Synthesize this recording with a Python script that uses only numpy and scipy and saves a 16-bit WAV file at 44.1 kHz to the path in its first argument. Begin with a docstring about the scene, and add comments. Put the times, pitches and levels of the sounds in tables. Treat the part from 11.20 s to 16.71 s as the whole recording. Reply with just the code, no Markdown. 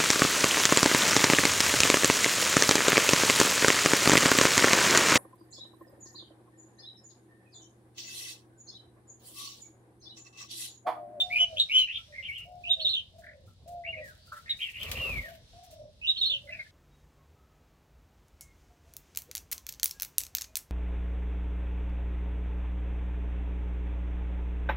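"""Small birds whistle, warble and rasp from several perches in an outdoor aviary while doves coo.
Each voice is a warbling tone in a band of rasp, bent along arch-shaped notes or three-pulse coos.
Shaped noise makes the rest: feet and beaks scratch in seed and dry litter, and one bird takes off
with a burst of wingbeats, its wing tips snapping against twigs. Low rumble and leaf hiss lie
underneath; walls and roof give a short echo, different at each of the two microphones."""
import sys
import numpy as np
from scipy import signal
from scipy.fft import rfft, irfft, next_fast_len
from scipy.io import wavfile
from scipy.ndimage import map_coordinates

SR = 44100
rng = np.random.default_rng(int(sys.argv[2]) if len(sys.argv) > 2 else 0)


def materialize(psi):
    """Save the field psi as 16-bit PCM at rate SR to the path in sys.argv[1].

    A 1-D psi becomes a single channel; in a 2-D psi each row is a channel.
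    """
    bounded = np.clip(np.atleast_2d(psi).T, -1, 1)
    quanta = np.round(bounded * 32767).astype(np.int16)
    wavfile.write(sys.argv[1], SR, quanta)


N = 242978
TIME = np.arange(N) / SR  # s


def amp(db):
    """Decibels to gain."""
    return 10 ** (np.asarray(db) / 20)


def unit(x):
    """Scale to rms 1."""
    return x / np.sqrt(np.mean(x ** 2) + 1e-20)


def along(points, hz):
    """Read a curve of (Hz, value) points on a log frequency axis."""
    f, v = np.transpose(points)
    return np.interp(np.log(hz + 1), np.log(f + 1), v)


def wobble(rate, size=N):
    """A smooth random curve through normal random knots, rate knots a second."""
    knots = rng.standard_normal(int(size * rate / SR) + 4)
    return map_coordinates(knots, [np.arange(size) * rate / SR])


def filtered(x, response):
    """Multiply the spectrum of x by a complex response of frequency."""
    m = next_fast_len(N + SR // 2)
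    return irfft(rfft(x, m) * response(np.fft.rfftfreq(m, 1 / SR)), m)[..., :N]


def rush(spectrum, side_db):
    """Coloured stereo noise of rms 1; side_db sets its width."""
    white = rng.standard_normal((2, N))
    mid, side = filtered(white, lambda hz: amp(along(spectrum, hz)) * hz / (hz + 10))
    side = amp(side_db) * side
    return unit(np.array([mid + side, mid - side]))


def echo(x):
    """Diffuse answer of walls and roof: decaying noise, strong at first from near surfaces."""
    # Each row: frequency in Hz, time in s for the long part of the echo to fall by 60 dB.
    decay_times = [(200, 0.25), (700, 0.65), (3000, 0.29), (6000, 0.35), (14000, 0.067)]
    hz, t, noise = signal.stft(rng.standard_normal((2, SR // 2)), SR, nperseg=256)
    long_part = amp(-60 * t / along(decay_times, hz)[:, None])
    near_part = 3.5 * amp(-60 * t / .09)
    tail = signal.istft(noise * (long_part + near_part), SR, nperseg=256)[1]
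    tail = tail / np.linalg.norm(tail, axis=1, keepdims=True)
    delayed = np.pad(x, (SR // 400, 0))  # 2.5 ms
    return signal.fftconvolve(delayed[None], tail, axes=1)[:, :N]


def perch(x, lag_ms, pan_db, direct_db, echo_db):
    """Place a bird: the left microphone hears it lag_ms later and pan_db louder than the right."""
    sides = np.array([[.5], [-.5]])

    def late(hz, ms):
        return np.exp(-2j * np.pi * hz * ms / 1000)

    def wall(hz):  # one bright reflection, which beats against gliding notes
        return amp(-10.5) * hz / (hz + 1200) * late(hz, 13 + 0.43 * sides)

    direct = filtered(x, lambda hz: late(hz, sides * lag_ms) + wall(hz))
    return amp(direct_db + sides * pan_db) * direct + amp(echo_db) * echo(x)


def arches(rows, fade_db, fade_power, bend_power, edge_rasp):
    """(times, Hz, dB, rasp) of each note: away from its crest it bends in pitch, weakens, turns hoarser."""
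    notes = []
    for crest, rise, fall, start_hz, crest_hz, end_hz, db, rasp in rows:
        t = TIME[(TIME > crest - rise) & (TIME < crest + fall)]
        away = np.maximum((crest - t) / rise, (t - crest) / fall)  # 0 at the crest, 1 at the ends
        outer_hz = np.where(t < crest, start_hz, end_hz)
        hz = crest_hz + (outer_hz - crest_hz) * away ** bend_power
        level_db = db - fade_db * away ** fade_power
        roughness = rasp + edge_rasp * away * np.where(t < crest, 1, .5)
        notes.append((t, hz, level_db, roughness))
    return notes


def voice(notes, warble_hz, swing, flutter_db, rasp_db, rasp_ratio, rasp_width_hz, lowest_hz, overtones=()):
    """A syrinx: a warbling tone inside a band of rasp, which the throat cuts off below lowest_hz."""
    clear, hoarse = np.zeros((2, N))
    for t, hz, db, rasp in notes:
        span = np.searchsorted(TIME, t)
        rasp = np.clip(rasp, 0, 1)

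        def chance(rate):
            return wobble(rate, size=len(t))

        warble = np.sin(2 * np.pi * np.cumsum(warble_hz * (1 + .2 * chance(59.77))) / SR)
        waver = .22 * chance(110) + rasp * (warble + .5 * chance(3 * warble_hz))  # even clear notes wander
        phase = 2 * np.pi * np.cumsum(hz * (1 + swing * waver)) / SR

        def fuzzy(k):  # a noise band around k times the pitch
            return chance(rasp_width_hz) * np.cos(k * phase) + chance(rasp_width_hz) * np.sin(k * phase)

        tone = np.sin(phase) + sum(amp(level) * fuzzy(round(k)) for k, level in overtones)
        edge = np.clip(np.minimum(t - t[0], t[-1] - t) / 0.0058, 0, 1)  # ramps of 5.8 ms
        gate = np.sin(np.pi / 2 * edge) ** 2
        throb_db = flutter_db * rasp * (warble + .5 * chance(warble_hz))  # loudness follows the warble
        effort = gate * amp(db + throb_db)
        clear[span] += effort * np.sqrt(2 - 1.5 * rasp ** 2) * tone  # rasp takes strength from the tone
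        hoarse[span] += effort * rasp * fuzzy(rasp_ratio)
    return clear + amp(rasp_db) * filtered(hoarse, lambda hz: 1 - 1 / (1 + (hz / lowest_hz) ** 20))


def outdoors():
    """Distant rumble that wavers a little and a soft hiss of leaves that comes and goes, both shaped noise."""
    # Spectrum of the rumble. Each row: frequency in Hz, relative level in dB per Hz.
    rumble_spectrum = [(13, -49.5), (22, -22.5), (38, -1.5), (92, 2), (311, -20.5), (443, -21.5),
                       (502, -20), (631, -23.5), (689, -24.5), (1110, -35.5), (1330, -51), (1500, -51),
                       (1950, -59), (3300, -120)]
    # Spectrum of the leaves. Each row: frequency in Hz, relative level in dB per Hz.
    leaf_spectrum = [(1000, -12), (2400, -11), (3700, -0.5), (5000, -5.5), (6500, -13), (10000, -16.5),
                     (16000, -31.5)]
    # Coming and going of the leaves. Each row: time in s, level in dB before the leaf gain.
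    leaf_levels = [(0.0, -65.5), (0.54, -69), (0.75, -69.5), (1.09, -69.5), (1.26, -79.5), (1.47, -72.5),
                   (1.64, -67.5), (2.19, -79), (3.85, -62), (3.96, -64), (4.14, -73.5), (4.54, -70),
                   (4.66, -75.5), (4.88, -72), (4.99, -66), (5.51, -73.5)]
    leaf_gain_db, rumble_level_db = 6, -59
    hiss_db = np.interp(TIME, *np.transpose(leaf_levels)) + leaf_gain_db
    rumble = amp(rumble_level_db + 2.6 * wobble(17.0)) * rush(rumble_spectrum, side_db=-12.5)
    hiss = amp(hiss_db + 1.8 * wobble(9)) * rush(leaf_spectrum, side_db=0.5)
    return rumble + hiss


def wings():
    """Each wingbeat pushes air and swishes feathers, easing away from a crest; tips snap against twigs."""
    # Wing tips striking twigs. Each row: start in s, relative level in dB.
    snap_hits = [(3.6319, -31.5), (3.7151, -22), (3.8857, -47)]
    # Low push of air. Each row: frequency in Hz, relative level in dB per Hz.
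    push_spectrum = [(15, -40), (25, -20.5), (58, -1), (75, -6), (237, -21.5), (306, -29), (400, -34),
                     (520, -50), (880, -120)]
    # Whoosh of the beat. Each row: frequency in Hz, relative level in dB per Hz.
    whoosh_spectrum = [(150, -10.5), (300, -9.5), (550, 10), (850, -7.5), (1150, 3), (1600, -13),
                       (3000, -11), (6000, -24.5)]
    # Feather rustle, also the colour of the snaps. Each row: frequency in Hz, relative level in dB per Hz.
    feather_spectrum = [(1000, -14), (3000, 3.5), (5000, -6), (7000, -8.5), (10000, -10.5), (13000, -3.5),
                        (16000, -12)]
    takeoff_s, landed_s, ramp_s = 3.55, 4.22, 0.071  # start, end and fade of the flight
    crest_s, spread_s = 3.812, .25  # hardest beating, time to either side in which it eases
    flap_hz = 24.97  # mean wingbeat rate

    flying = np.clip(np.minimum(TIME - takeoff_s, landed_s - TIME) / ramp_s, 0, 1)
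    ease = ((TIME - crest_s) / spread_s) ** 2
    beat = np.sin(2 * np.pi * np.cumsum(flap_hz * (1 + 0.019 * wobble(8))) / SR)

    def swell(top_db, ease_db, beat_db, rough_db):
        return amp(top_db - ease_db * ease + beat_db * beat + rough_db)

    push = swell(top_db=-41.0, ease_db=13.0, beat_db=-1.0, rough_db=3.7 * wobble(22.14))
    push = push * rush(push_spectrum, side_db=-16.0)
    whoosh = swell(top_db=-46.5, ease_db=17.5, beat_db=3.0, rough_db=2.2 * wobble(35))
    whoosh = whoosh * rush(whoosh_spectrum, side_db=-10.5)
    rustle_db = 2.6 * wobble(900) + 1.2 * wobble(70)
    feathers = swell(top_db=-49.5, ease_db=5.5, beat_db=1.2, rough_db=rustle_db)
    feathers = feathers * rush(feather_spectrum, side_db=2)

    snaps = np.zeros(N)
    for start, db in snap_hits:
        age = np.maximum(TIME - start, 0)
        decay = amp(-60 * age / 0.018) + 0.84 * amp(-60 * age / .13)  # a sharp crack and a longer rattle
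        snaps += (TIME > start) * amp(db - 9.0) * decay
    return flying * (push + whoosh + feathers) + snaps * rush(feather_spectrum, side_db=1)


def scratching():
    """Feet and beaks stir dry grains: brief pecks start at once, long scrapes swell, single husks tick."""
    # Pecks and scrapes in seed and litter. Each row: start in s, relative level in dB, length in s.
    stroke_rows = [(.778, -69, .027), (.905, -72.5, .53), (1.086, -67.5, .048), (1.178, -60, .03),
                   (1.982, -66.5, .053), (2.258, -72, .064), (2.476, -62, .046), (2.838, -62, .094),
                   (3.058, -65.5, .046), (3.12, -61.5, .084), (3.163, -62, .041), (3.297, -55, .027),
                   (3.363, -58.5, .16), (4.432, -61.5, .033), (4.506, -59.5, .041), (5.206, -71, .25)]
    # Dry litter. Each row: frequency in Hz, relative level in dB per Hz.
    litter_spectrum = [(600, -13.5), (2000, -2.5), (4500, 0.5), (7000, 2), (9500, 0.5), (12000, -1),
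                       (16000, -1.5)]
    stroke = np.zeros(N)
    for start, db, length in stroke_rows:
        age = np.maximum(TIME - start, 0)
        onset = 1 - np.exp(-age / (.8 * length ** 2))
        stroke += amp(db) * onset * np.exp(-(age / length) ** 1.5)
    grains = unit(amp(2.5 * wobble(780) + 2 * wobble(45)))
    husks = (rng.random(N) < 22 / SR) * amp(2.4 * rng.standard_normal(N))  # about 22 a second
    ticks = signal.fftconvolve(husks, amp(-60 * TIME[:SR // 50] / 0.004))[:N]
    stirred = amp(4.0) * stroke * (grains + 2 * ticks)
    stray = amp(-67.0) * ticks  # husks tick between the strokes too
    return (stirred + stray) * rush(litter_spectrum, side_db=0.5)


def coo_notes():
    """Each coo scoops up and sinks in three pulses, over a short throat tone."""
    # The near dove's coos. Each row: start in s, length in s, top pitch in Hz before scoop and sag,
    # relative level in dB, rasp 0-1 at the start.
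    coo_rows = [(-.008, .42, 725, -43, 0.23), (1.251, 0.44, 722.7, -46.5, 0.27),
                (2.458, .41, 705, -41, 0.21)]
    # The pulses of every coo. Each row: centre and half width as shares of its length, level in dB.
    pulse_rows = [(.23, .2, .5), (.56, .075, -.5), (.84, .1, 2.5)]
    pulse_edge_db = 9  # drop at a pulse's half width
    end_rasp = 0.13  # a coo grows rougher as it runs out
    scoop_hz, scoop_s = 115, .012  # slides up towards its top pitch
    sag_hz, sag_power = 133, 2.2  # then sinks ever faster
    throat_hz, throat_db, throat_rise_s, throat_fall_s = 610, -10.5, 0.027, .12  # lower tone at the start

    notes = []
    for start, length, top_hz, db, rasp in coo_rows:
        t = TIME[(TIME > start) & (TIME < start + length)]
        gone = (t - start) / length
        hz = top_hz - scoop_hz * np.exp((start - t) / scoop_s) - sag_hz * gone ** sag_power
        pulses_db = np.max([level - pulse_edge_db * ((gone - centre) / half) ** 2
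                            for centre, half, level in pulse_rows], axis=0)
        notes.append((t, hz, db + pulses_db, rasp + end_rasp * gone ** 3))
        throat = (start + throat_rise_s, throat_rise_s, throat_fall_s,
                  throat_hz, throat_hz, throat_hz, db + throat_db, .4)
        notes += arches([throat], fade_db=8, fade_power=1.3, bend_power=1, edge_rasp=.2)
    return notes


def doves():
    """Nearly pure falling coos with a throaty start, and softer murmuring coos between and after them."""
    # Murmurs. Each row: crest, rise and fall in s, start, crest and end pitch in Hz,
    # relative level in dB, rasp 0-1 at the crest.
    murmur_rows = [ (.925, .045, 0.11, 611, 580, 541, -57, 0.73),
                   (2, 0.066, 0.15, 649, 652, 621, -54, 0.87), (2.135, .06, .15, 625, 590, 495, -53.5, 1),
                   (3.135, .02, 0.061, 620, 600, 574, -61.5, 0.31),
                   (4.04, 0.021, 0.058, 560, 566, 618, -50.5, 0.73),
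                   (4.11, 0.066, 0.092, 640, 678, 623, -49.5, .5),
                   (4.41, 0.079, 0.13, 674, 709, 673, -51.5, 0.8),
                   (4.605, .11, 0.097, 676, 616, 560, -46.5, 0.95),
                   (5.15, .06, 0.034, 590, 559, 554, -52.5, 0.29),
                   (5.272, 0.037, 0.052, 580, 575, 610, -50.5, 0.47),
                   (5.335, 0.062, 0.079, 614, 648, 639, -52, 0.71)]
    near = voice(coo_notes(), warble_hz=93.8, swing=.008, flutter_db=5, rasp_db=-1, rasp_ratio=.89,
                 rasp_width_hz=130, lowest_hz=474, overtones=[(2, -43)])
    murmurs = arches(murmur_rows, fade_db=10, fade_power=1.47, bend_power=1.2, edge_rasp=.1)
    soft = voice(murmurs, warble_hz=45, swing=.025, flutter_db=1.5, rasp_db=-3, rasp_ratio=1,
                 rasp_width_hz=110, lowest_hz=490)
    return (perch(near, lag_ms=-.18, pan_db=.5, direct_db=-3, echo_db=-9.5)
            + perch(soft, lag_ms=-.18, pan_db=0, direct_db=-1, echo_db=-9))


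def buzzing_bird():
    """A faint high buzz, a pitch deep in rasp, heard only through the echo."""
    # Each row: crest, rise and fall in s, start, crest and end pitch in Hz,
    # relative level in dB, rasp 0-1 at the crest.
    buzz_rows = [ (.45, .6, .95, 5800, 5700, 5170, -66, 0.67),
                 (3.07, .11, 0.078, 4400, 4620, 4280, -61.5, 0.68),
                 (4.5, .4, 0.23, 5680, 5600, 5260, -68, 0.89)]
    notes = arches(buzz_rows, fade_db=12, fade_power=1.8, bend_power=2.0, edge_rasp=0.3)
    buzz = voice(notes, warble_hz=120, swing=.04, flutter_db=1, rasp_db=-2, rasp_ratio=1,
                 rasp_width_hz=900, lowest_hz=3500)
    return amp(-1.0) * echo(buzz)


def hoarse_and_trilling_birds():
    """Low hoarse notes and a trilling voice with a slower warble, from one perch."""
    # Hoarse notes. Each row: crest, rise and fall in s, start, crest and end pitch in Hz,
    # relative level in dB, rasp 0-1 at the crest.
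    hoarse_rows = [ (.79, .012, .04, 1380, 1350, 1380, -62, 0.14),
                   (1.21, 0.022, .035, 1386, 1354, 1340, -70.5, .2),
                   (2.28, 0.01, .06, 1370, 1344, 1307, -66, 0.34),
                   (3.08, .012, .045, 1375, 1370, 1370, -62.5, .25),
                   (3.123, 0.0079, 0.031, 1384, 1360, 1320, -40, 0.5),
                   (3.172, .018, 0.031, 1355, 1343, 1380, -45.5, 0.29),
                   (3.17, 0.058, 0.042, 1584, 1830, 1890, -56.5, 0.64)]
    # Trilling notes. Each row: crest, rise and fall in s, start, crest and end pitch in Hz,
    # relative level in dB, rasp 0-1 at the crest.
    trill_rows = [ (2.08, .062, .06, 1600, 1830, 1960, -51, 0.9),
                  (5.295, 0.025, 0.025, 2100, 2045, 2280, -45.5, 0.43),
                  (5.322, .022, 0.11, 2550, 2570, 2154, -44, 0.66),
                  (5.398, 0.0099, 0.03, 2144, 2188, 2022, -36.5, 0.34),
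                  (5.47, .03, 0.015, 1677, 1803, 2070, -57.5, 0.56)]
    hoarse_notes = arches(hoarse_rows, fade_db=13.5, fade_power=0.88, bend_power=1.2, edge_rasp=.1)
    hoarse = voice(hoarse_notes, warble_hz=107.3, swing=0.11, flutter_db=0.0, rasp_db=-5, rasp_ratio=0.94,
                   rasp_width_hz=720, lowest_hz=850, overtones=[(2, -50.0)])
    trill_notes = arches(trill_rows, fade_db=15, fade_power=1.2, bend_power=1.1, edge_rasp=.25)
    trill = voice(trill_notes, warble_hz=47, swing=.08, flutter_db=6, rasp_db=-4, rasp_ratio=.88,
                  rasp_width_hz=1300, lowest_hz=1420, overtones=[(2, -24)])
    return perch(hoarse + trill, lag_ms=-0.11, pan_db=0.5, direct_db=1.5, echo_db=-5.5)


def far_bird():
    """Raspy warbled notes from farther off, with more echo against the direct sound."""
    # Each row: crest, rise and fall in s, start, crest and end pitch in Hz,
    # relative level in dB, rasp 0-1 at the crest.
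    far_rows = [ (.705, 0.034, 0.029, 2383, 2735, 3180, -32, 0.55),
                (.765, .035, 0.021, 3166, 3345, 2980, -29.5, 0.78),
                (.968, 0.047, .02, 1860, 2078, 2150, -41.5, 0.59),
                (.992, 0.013, 0.018, 2190, 2100, 2054, -32.5, 0.17),
                (1.06, 0.036, 0.02, 2710, 3016, 2420, -34.5, 0.8),
                (1.098, 0.017, 0.012, 2365, 2245, 2320, -31, 0.092),
                (1.155, 0.049, 0.091, 2530, 2986, 2657, -38.5, 0.49),
                (2.653, .018, 0.024, 1844, 2200, 2530, -38, 0.47),
                (2.692, 0.031, 0.031, 2484, 2800, 2880, -34, 0.22),
                (2.735, 0.011, 0.018, 2450, 2200, 2050, -35.5, 0.14),
                (2.785, .02, 0.018, 2450, 2436, 2130, -40.5, 0.66),
                (2.818, 0.013, 0.11, 2140, 1998, 1320, -45.5, 0.29),
                (3.295, 0.038, 0.053, 1807, 2080, 2020, -41.5, 1),
                (3.31, .018, 0.02, 3650, 3732, 3680, -25.5, 0.28),
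                (3.427, .038, 0.073, 2460, 3015, 2460, -31.5, 0.82),
                (3.565, .035, 0.04, 2620, 2610, 2740, -38, 0.84),
                (3.618, .034, 0.075, 2747, 3127, 2230, -35, 1),
                (3.78, .042, 0.033, 2656, 2600, 2890, -33.5, 1),
                (3.83, 0.045, 0.14, 2950, 2778, 2240, -31, 0.23),
                (3.972, 0.026, 0.044, 2340, 2207, 2033, -33, 0.12),
                (4.05, 0.036, 0.05, 2040, 1890, 1460, -43, 0.16)]
    notes = arches(far_rows, fade_db=10, fade_power=0.9, bend_power=1.25, edge_rasp=.3)
    far = voice(notes, warble_hz=74.9, swing=0.065, flutter_db=4.0, rasp_db=-6.5, rasp_ratio=.92,
                rasp_width_hz=1300, lowest_hz=1626)
    return perch(far, lag_ms=0.34, pan_db=.5, direct_db=-1.5, echo_db=-4)


def shrill_notes():
    """One two-part call, repeated: a rising chip and a rolling chirrup, each timed from its own cue."""
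    # Chip. Each row: crest in s after the cue, rise and fall in s, start, crest and end pitch in Hz,
    # level in dB before the call's own, rasp 0-1 at the crest.
    chip = [ (-.038, .046, 0.027, 2455, 2798, 3280, -26.5, 0.85),
            (0, .028, 0.024, 3542, 3757, 3670, -16.5, 0.36)]
    # Chirrup. Each row: crest in s after the cue, rise and fall in s, start, crest and end pitch in Hz,
    # level in dB before the call's own, rasp 0-1 at the crest.
    chirrup = [ (.008, .01, .02, 3100, 3350, 3900, -26.5, .9),
               (.031, 0.025, .02, 3900, 4280, 3900, -30.5, .25),
               (.057, .008, .022, 3850, 3746, 3540, -17.5, 0.31),
               (.078, .018, .028, 3686, 3556, 3970, -19, .3), (.103, 0.02, .035, 3750, 4200, 3850, -23, .5),
               (.141, 0.0079, 0.03, 3800, 3608, 3333, -19.5, 0.56),
               (.18, .032, 0.0374, 3300, 3074, 2878, -25, 0.67)]
    # Calls. 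Each row: cue of the chip in s, cue of the chirrup in s, level in dB added to every note.
    calls = [(1.52, 1.595, -1.7), (4.897, 4.96, -1.37)]
    notes = []
    for chip_s, chirrup_s, call_db in calls:
        for cue, part in ((chip_s, chip), (chirrup_s, chirrup)):
            for crest, *shape, db, rasp in part:
                notes.append((cue + crest, *shape, db + call_db, rasp))
    return notes


def shrill_bird():
    """A piercing call with weak hoarse overtones, stronger at the right microphone."""
    notes = arches(shrill_notes(), fade_db=10.5, fade_power=1.3, bend_power=1.2, edge_rasp=.25)
    shrill = voice(notes, warble_hz=87.0, swing=0.052, flutter_db=3.5, rasp_db=-4.5, rasp_ratio=.87,
                   rasp_width_hz=1100, lowest_hz=2596, overtones=[(2, -35.5), (3, -47), (4, -50.5)])
    return perch(shrill, lag_ms=0.19, pan_db=-2.5, direct_db=-3.5, echo_db=-8)


def near_bird():
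    """Quick whistles from a near perch: a gliding tone with fuzzy overtones."""
    # Each row: crest, rise and fall in s, start, crest and end pitch in Hz,
    # relative level in dB, rasp 0-1 at the crest.
    near_rows = [ (.003, .02, 0.031, 3550, 3598, 3503, -22, 0.19),
                 (.137, 0.039, 0.023, 1987, 2349, 2374, -31.5, 0.27),
                 (.172, 0.03, .026, 2356, 2453, 2530, -26, 0.39),
                 (.219, .042, .034, 2800, 2974, 2870, -22.5, 0.19),
                 (.407, 0.044, 0.03, 2706, 3720, 3910, -25, 0.44),
                 (.512, 0.023, 0.016, 2257, 2277, 2480, -34.5, 0.6),
                 (.576, 0.067, .078, 2683, 3090, 2742, -20, 0.17),
                 (.595, 0.022, 0.034, 3900, 4060, 3920, -38, 0.47)]
    # Overtones of the whistle. Each row: multiple of the pitch, level in dB.
    whistle_overtones = [(2, -30), (3, -41), (4, -41), (5, -50.5), (6, -37.5)]
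    notes = arches(near_rows, fade_db=17, fade_power=1.75, bend_power=1.8, edge_rasp=0.28)
    near = voice(notes, warble_hz=128.3, swing=0.048, flutter_db=10.5, rasp_db=-3, rasp_ratio=0.94,
                 rasp_width_hz=1400, lowest_hz=2130, overtones=whistle_overtones)
    return perch(near, lag_ms=0.087, pan_db=.5, direct_db=1.0, echo_db=-5.0)


def songbirds():
    """Small birds on several perches."""
    return buzzing_bird() + hoarse_and_trilling_birds() + far_bird() + shrill_bird() + near_bird()


def scene():
    """Everything in the aviary, from the background to the birds."""
    return outdoors() + wings() + scratching() + doves() + songbirds()


def record(dry):
    """The recorder sheds the deepest bass and keeps nothing above its band limit."""
    top_hz, bass_hz = 15850, 30
    return filtered(dry, lambda hz: (hz < top_hz) * (1 - 1 / (1 + (hz / bass_hz) ** 4)))


dry = scene()
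out = record(dry)
materialize(out)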